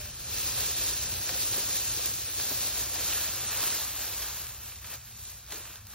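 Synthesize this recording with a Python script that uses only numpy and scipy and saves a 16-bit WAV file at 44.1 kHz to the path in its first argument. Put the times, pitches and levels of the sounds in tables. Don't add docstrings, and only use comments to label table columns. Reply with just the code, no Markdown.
import sys
import numpy as np
from scipy import signal
from scipy.fft import rfft, irfft, dct
from scipy.io import wavfile
from scipy.ndimage import uniform_filter1d

SR = 44100
rng = np.random.default_rng(int(sys.argv[2]) if len(sys.argv) > 2 else 0)


def nominal_scale(level):
    x = np.asarray(level, float) / 20
    return 10 ** x


def put_to_file(sound):
    columns = np.atleast_2d(sound).T
    safe = np.clip(columns, -1, 1)
    whole_steps = np.round(safe * 32767)
    wavfile.write(sys.argv[1], SR, whole_steps.astype(np.int16))


N = 261954


def rms_one(x):
    return x / np.sqrt(np.mean(x ** 2) + 1e-20)


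def spectrum_hz():
    return np.maximum(np.arange(N // 2 + 1) * SR / N, 1)


def at_hz(points, hz, column=1):
    points = np.array(points)
    return np.interp(np.log(hz), np.log(points[:, 0]), points[:, column])


def coloured(x, points):
    return irfft(rfft(x) * nominal_scale(at_hz(points, spectrum_hz())), N)


def band(x, low_hz, high_hz):
    sos = signal.butter(2, [low_hz, min(high_hz, SR / 2.2)], "band", fs=SR, output="sos")
    return signal.sosfilt(sos, x)


def drift(rate):
    every, settle = 20, 4000
    r = np.exp(-2 * np.pi * rate * every / SR)
    white = rng.standard_normal(N // every + settle + 2)
    slow = signal.lfilter([1], [1, -2 * r, r * r], white)[settle:]
    return np.interp(np.arange(N) / every, np.arange(len(slow)), rms_one(slow))


def surge(s, rise_s, fall_s):
    return np.interp(np.arange(N) / SR, [s - rise_s, s, s + fall_s], [0, 1, 0])


def effort():
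    # time in seconds, speed in dB against full drag, wood in dB (more twig than leaf).
    pull = [(0.0, -9.5, 4), (0.18, -10.5, 0.1), (0.37, -0.3, -1.2), (1.22, -2, -1.4), (1.44, 1.2, -2.8),
            (1.95, -1, -2.2), (2.33, -3.6, -3.6), (2.62, 0.2, -2), (2.87, -2.4, 0.2), (3.16, 1.7, 1.1),
            (3.41, -2.2, 1.6), (3.63, 1.7, 3), (3.77, 1.5, 1.1), (3.93, -5, 1.9), (4.22, -2.5, 2.5),
            (4.57, -13, 4), (5.04, -17.5, 3), (5.845, -23, 7)]
    # time in seconds, surge in dB, wood in dB.
    tugs = [(.61, 3, .6), (.82, 2.6, -1.5), (.89, 3.2, -1), (1.315, -.3, 3), (1.57, 1.6, 1.5),
            (1.77, 2.4, -1.5), (2.06, 2.2, 1.2), (2.405, 2.6, 2.2), (2.51, 1.2, 2.2), (2.645, 2.4, -.4),
            (2.785, 1.2, 1.1), (2.98, .8, 1.6), (4.006, 1.8, .2), (4.425, 1.5, -.5)]
    # time in seconds, surge in dB, press and release in seconds, wood in dB.
    steps = [
        (4.69, 3, .12, .11, -1),
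        (4.94, 10, .14, .055, 2.2),
        (5.28, 8.5, .21, .22, -5.5),
        (5.528, 14, .065, .3, -.5),
        (5.76, 4.5, .13, .07, .6),
        (5.91, 9, .06, .15, -3),
    ]
    s, *columns = np.transpose(pull)
    out = np.array([np.interp(np.arange(N) / SR, s, column) for column in columns])
    for s, db, wood_db in tugs:
        out = out + np.outer([db, wood_db], surge(s, rise_s=.07, fall_s=.09))
    for s, db, press_s, release_s, wood_db in steps:
        out = out + np.outer([db, wood_db], surge(s, press_s, release_s))
    return out


def turned():
    return np.interp(np.arange(N) / SR, (2.6, 3.6), [0, 1])


def contacts(per_s, spread_db, share):
    sizes_db = spread_db * np.minimum(rng.exponential(1, N), 4)
    sizes = nominal_scale(sizes_db) * (rng.random(N) < per_s / SR)
    near = rms_one(sizes * rng.standard_normal((2, N)))
    return rms_one(share * near + rng.standard_normal((2, N)))


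def rustle(clump_db, patchy_db):
    # frequency in Hz, level in dB per Hz.
    full_drag = [(130, -16), (200, -11.5), (350, -7.5), (900, -7.5), (1750, -5.5), (2080, -8.5), (2600, -3),
                 (3000, -5), (4300, -1), (5000, -2), (6500, 0), (9500, 1.5), (12800, -.5), (15300, -8)]
    level_db = -70.6
    centres_hz = (9000, 4300, 1400, 400)
    follows_speed, follows_wood = (1, 1.04, 1.03, 1.17), (0, .2, 1, .7)
    turned_db, trim_db = (0, -1.5, .1, -3.0), (.3, .5, -.2, 2.2)

    shares = np.transpose([follows_speed, follows_wood, turned_db, trim_db])
    effort_db = (shares @ [*effort(), turned(), np.ones(N)])[::-1]
    centres = np.log(centres_hz[::-1])
    fields = [coloured(contacts(per_s=1500.0, spread_db=3.5, share=.3), full_drag) for _ in range(2)]
    clumps = drift(12.0) + .8 * drift(60.0)
    out, edges = 0, np.geomspace(110, 17500, 19)
    for k, (low, high) in enumerate(zip(edges, edges[1:])):
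        weights = [np.interp(np.log(low * high) / 2, centres, row) for row in np.eye(4)]
        flicker_db = clump_db * clumps + patchy_db * drift(14.0)
        out = out + nominal_scale(weights @ effort_db + flicker_db) * band(fields[k % 2], low, high)
    return nominal_scale(level_db) * np.sqrt(SR / 2) * out


def hoots():
    # start in seconds, length in seconds, frequency in Hz, level in dB.
    notes = [
        (0.0, .04, 605, -55),
        (.045, .06, 600, -56),
        (.24, .07, 540, -58),
    ]
    t, out = np.arange(N) / SR, 0
    for s, length, hz, db in notes:
        swell = np.sin(np.pi * np.clip((t - s) / length, 0, 1)) ** .6
        out = out + nominal_scale(db) * np.sin(2 * np.pi * hz * t) * swell
    return np.sqrt(2) * out


def drone_db():
    # peak time in seconds, swell in dB.
    swells = [
        (.32, 2),
        (.64, 3),
        (1.1, 5),
        (1.6, 1.5),
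        (2.48, 3),
        (2.79, 3),
        (3.16, 2.5),
        (4.0, -3),
        (5.18, 4),
        (5.62, 2),
    ]
    start_db, fade_db_per_s, throb_db = -46.6, 1.1, 1.1
    swell_db = sum(db * surge(s, rise_s=.15, fall_s=.15) for s, db in swells)
    return start_db - fade_db_per_s * np.arange(N) / SR + throb_db * drift(3.0) + swell_db


def drone():
    # frequency in Hz, level in dB per Hz.
    rumble = [(15, -43), (25, -13), (44, -2), (65, 0), (112, -3), (172, -15), (220, -13), (290, -43),
              (480, -120)]
    # centre in Hz, width in Hz, level in dB.
    firing = [
        (60, 4, -5),
        (95, 30, -5),
        (122, 7, -10),
    ]
    hz = spectrum_hz()
    colour = nominal_scale(at_hz(rumble, hz)) * np.clip(hz / 45, 0, 1) ** 2.1 * (hz < 260)
    out = rms_one(irfft(rfft(rng.standard_normal(N)) * colour, N))
    for centre_hz, width_hz, db in firing:
        peak = 1 / (1 + ((hz - centre_hz) / width_hz * 2) ** 2)
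        out = out + nominal_scale(db) * rms_one(irfft(rfft(rng.standard_normal(N)) * peak, N))
    return nominal_scale(drone_db()) * rms_one(out)


def snaps(events, width, trim_db):
    length = 900
    out, t = np.zeros((2, N + length)), np.arange(length) / SR
    for s, peak_db, hz, decay_ms in events:
        splinters = rng.standard_normal((2, length)) * np.exp(-1000 * t / decay_ms)
        burst = band(splinters, hz / width, hz * width)
        at = round(s * SR)
        out[:, at:at + length] += nominal_scale(peak_db + trim_db) * burst / np.abs(burst[0]).max()
    return out[:, :N]


def leaf_snaps():
    # time in seconds, peak in dB.
    ticks = [(.0138, -29), (.0752, -32), (.3742, -23), (.6069, -20), (.9352, -19), (1.9654, -20),
             (1.9722, -21), (1.9864, -21), (2.2819, -24), (2.4009, -20), (2.6335, -20), (3.9171, -24),
             (4.1468, -22), (4.37, -26), (4.4681, -26), (4.5471, -31), (4.6326, -29), (4.6608, -32),
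             (4.7971, -34), (4.9023, -29), (5.0552, -34), (5.1752, -34), (5.2526, -28), (5.5077, -30),
             (5.544, -28), (5.5578, -28), (5.6579, -33), (5.758, -31), (5.8694, -29), (5.9034, -35)]
    # time in seconds, peak in dB, centre in Hz.
    tears = [(.6606, -19, 8620), (.715, -22, 9200), (1.2918, -23, 6960), (1.7668, -21, 9210),
             (2.0578, -16, 10200), (2.1383, -21, 7090), (4.415, -27, 7470), (4.7587, -36, 5090),
             (4.9379, -29, 7210), (4.9526, -26, 9880), (5.4634, -37, 6850), (5.5219, -25, 6180)]
    stray_count, stray_db = 40, -22
    tick_hz, pitch_spread, tick_ms, tear_ms = 7800, .15, 1.1, 4.0
    when = rng.uniform(0, N / SR, stray_count)
    stray = zip(when, stray_db + effort()[0][(when * SR).astype(int)])
    events = []
    for s, db in [*ticks, *stray]:
        events.append((s, db, tick_hz * np.exp(pitch_spread * rng.standard_normal()), tick_ms))
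    for s, db, hz in tears:
        events.append((s, db, hz, tear_ms))
    return snaps(events, width=1.8, trim_db=.6)


def twig_cracks():
    # time in seconds, peak in dB, centre in Hz, decay in milliseconds.
    cracks = [(0.367, -31, 2200, 2.0), (0.813, -25, 4600, 7.0), (1.1393, -22.5, 4100, .8),
              (1.2915, -24.3, 1500, 4.5), (1.536, -28, 1500, 2.0), (1.771, -30, 2400, 2.0),
              (2.0413, -26, 5200, 3.0), (2.1849, -26, 3700, 2.0), (2.3984, -25, 1700, 2.0),
              (3.131, -30, 2200, 2.0), (4.368, -36, 1200, 2.5), (4.7217, -36, 1800, 2.5),
              (4.8444, -34, 1800, 8.0), (4.935, -35, 1400, 3.0), (5.5054, -34, 4000, 2.0),
              (5.5209, -29, 1700, 3.5), (5.6545, -36, 1800, 2.0), (5.7568, -40, 1700, 2.0),
              (5.8686, -42, 2500, 1.5), (5.934, -41, 1300, 3.0)]
    return snaps(cracks, width=2.2, trim_db=.3)


def knocks(decay_s, trim_db):
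    # time in seconds, peak in dB, pitch in Hz.
    blows = [(0.5789, -39, 530), (0.9189, -40, 400), (1.2985, -35.5, 520), (1.3556, -33, 530),
             (1.52, -39, 370), (1.5785, -32.5, 385), (1.972, -39, 330), (1.993, -39, 500),
             (2.385, -39, 420), (2.5138, -35, 270), (2.5158, -36, 600), (2.9587, -38, 740),
             (5.532, -40, 420), (5.548, -43, 330), (5.575, -46, 440), (5.605, -47, 350), (5.7, -50, 330)]
    length = 3000
    out, t = np.zeros((2, N + length)), np.arange(length) / SR
    envelope = (1 - np.exp(-t / .002)) * np.exp(-t / decay_s)
    for s, peak_db, hz in blows:
        body = np.sin(2 * np.pi * hz * t) + .7 * np.sin(2 * np.pi * hz * 1.36 * t)
        at = round((s - .003) * SR)
        out[:, at:at + length] += nominal_scale(peak_db + trim_db) * body * envelope
    return out[:, :N]


def ports(fields, pair):
    hz = spectrum_hz()
    alike = np.clip(at_hz(pair, hz), 0, 1)
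    shared, apart = rfft(fields) * np.sqrt([(1 + alike) / 2, (1 - alike) / 2])
    late = np.exp(-1j * at_hz(pair, hz, column=2))
    tilt = nominal_scale(at_hz(pair, hz, column=3) / 2)
    return irfft([(shared + apart) * tilt, (shared - apart) * late / tilt], N)


def heard_while_turning(fields):
    # frequency in Hz, likeness 0-1, left lead in radians, left over right in dB.
    before = [(300, .98, -.25, 1.5), (600, .88, -.7, -1), (860, .67, -1.1, -2.7), (1200, .45, .6, -3.8),
              (1500, .88, .1, 0), (2150, .88, .1, 0), (2600, .6, .3, -4), (3400, .34, 0, 1.2),
              (4000, .67, .2, 1.8), (5000, .25, 1.6, 0), (5500, .6, 1.1, 1.3), (7400, .84, 2.62, 0),
              (10000, .92, 3.14, 0), (12700, .78, 3.6, 0), (14700, .8, 5.95, 0)]
    # frequency in Hz, likeness 0-1, left lead in radians, left over right in dB.
    after = [(100, .99, 0, 0), (340, .9, -.3, 1.2), (860, .8, -.3, 2), (1300, .85, -.3, .5),
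             (2200, .9, 0, 0), (3000, .76, .2, -.6), (4000, .63, .4, -1.5), (5000, .54, 1.9, -.9),
             (5500, .73, 1.5, 1), (7400, .82, 2.5, 0), (9500, .92, 3.14, 0), (12000, .84, 3.8, 0),
             (13700, .8, 5.2, 0), (15300, .76, 5.75, 0)]
    return (1 - turned()) * ports(fields, before) + turned() * ports(fields, after)


def scene():
    branches = rustle(clump_db=.5, patchy_db=.95) + hoots() + leaf_snaps() + twig_cracks()
    branches = branches + knocks(decay_s=.009, trim_db=.6)
    return heard_while_turning(branches) + drone() * nominal_scale([[.1], [-.1]])


def masked_bands(x, margin_db, step_db, from_hz):
    hop, top_hz = 1024, 15800
    lead = 2 * hop - 602
    pair = np.pad([x[0] + x[1], x[0] - x[1]], ((0, 0), (lead, 3 * hop))) / 2

    window = signal.windows.kaiser_bessel_derived(2 * hop, 4 * np.pi)
    starts = np.arange(pair.shape[1] // hop - 1)[:, None] * hop
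    frames = pair[:, starts + np.arange(2 * hop)] * window
    a, b, c, d = np.split(frames, 4, axis=2)
    folded = np.concatenate([-c[..., ::-1] - d, a - b[..., ::-1]], axis=2)
    bins = dct(folded, type=4, norm="ortho")
    count = bins.shape[1]
    hz = np.arange(hop) * SR / 2 / hop

    edges = np.r_[0:96:8, 96:224:16, 224:hop:32]
    widths = np.diff(np.r_[edges, hop])
    power = np.repeat(np.add.reduceat(bins ** 2, edges, axis=2) / widths, widths, axis=2) + 1e-20
    steady = uniform_filter1d(power, size=2, axis=1)
    weak = (steady < steady[::-1] * nominal_scale(-2 * margin_db)) & (hz > from_hz)

    gap_chance = np.interp(hz, [2500, 6000, 7500, 11500, 13000, 15000], [0, .015, .5, 1.8, 1, .75])
    gap_chance = np.reshape([.23, .03], (2, 1, 1)) * gap_chance * rng.exponential(1, (count, 1))
    gaps = np.repeat(rng.random((2, count, hop // 16)), 16, axis=2) < gap_chance
    frame_s = (np.arange(count) * hop + hop - lead) / SR
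    gaps &= ((frame_s < 3.72) | (frame_s > 4.68))[:, None]
    gaps[:, 1:] |= gaps[:, :-1] & (rng.random(count - 1) < .5)[:, None]

    step = np.sqrt(power.max(axis=0)) * nominal_scale(step_db) * np.clip(hz / from_hz / 1.6, .03, 1)
    luck_db = np.repeat(rng.normal(0, 2.2, (2, count, len(widths))), widths, axis=2)
    side_db = np.reshape([0, 1.6], (2, 1, 1)) * (hz < 6500)
    step = step * nominal_scale(luck_db - .6 * (hz > 11500) + side_db)
    coarse = np.sign(bins) * np.floor(np.abs(bins) / step + .4) * step
    kept = coarse * ~(weak | gaps) * (hz < top_hz)

    u, v = np.split(dct(kept, type=4, norm="ortho"), 2, axis=2)
    rising = np.concatenate([v, -v[..., ::-1]], axis=2) * window[:hop]
    falling = np.concatenate([-u[..., ::-1], -u], axis=2) * window[hop:]
    joined = (rising[:, 1:] + falling[:, :-1]).reshape(2, -1)
    mid, side = joined[:, lead - hop:lead - hop + N]
    return np.array([mid + side, mid - side])


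def band_limit(x):
    return signal.sosfilt(signal.butter(12, 17080, fs=SR, output="sos"), x)


def record(dry):
    mix = masked_bands(dry, margin_db=7.6, step_db=-5.6, from_hz=1450)
    return band_limit(mix)


dry = scene()
out = record(dry)
put_to_file(out)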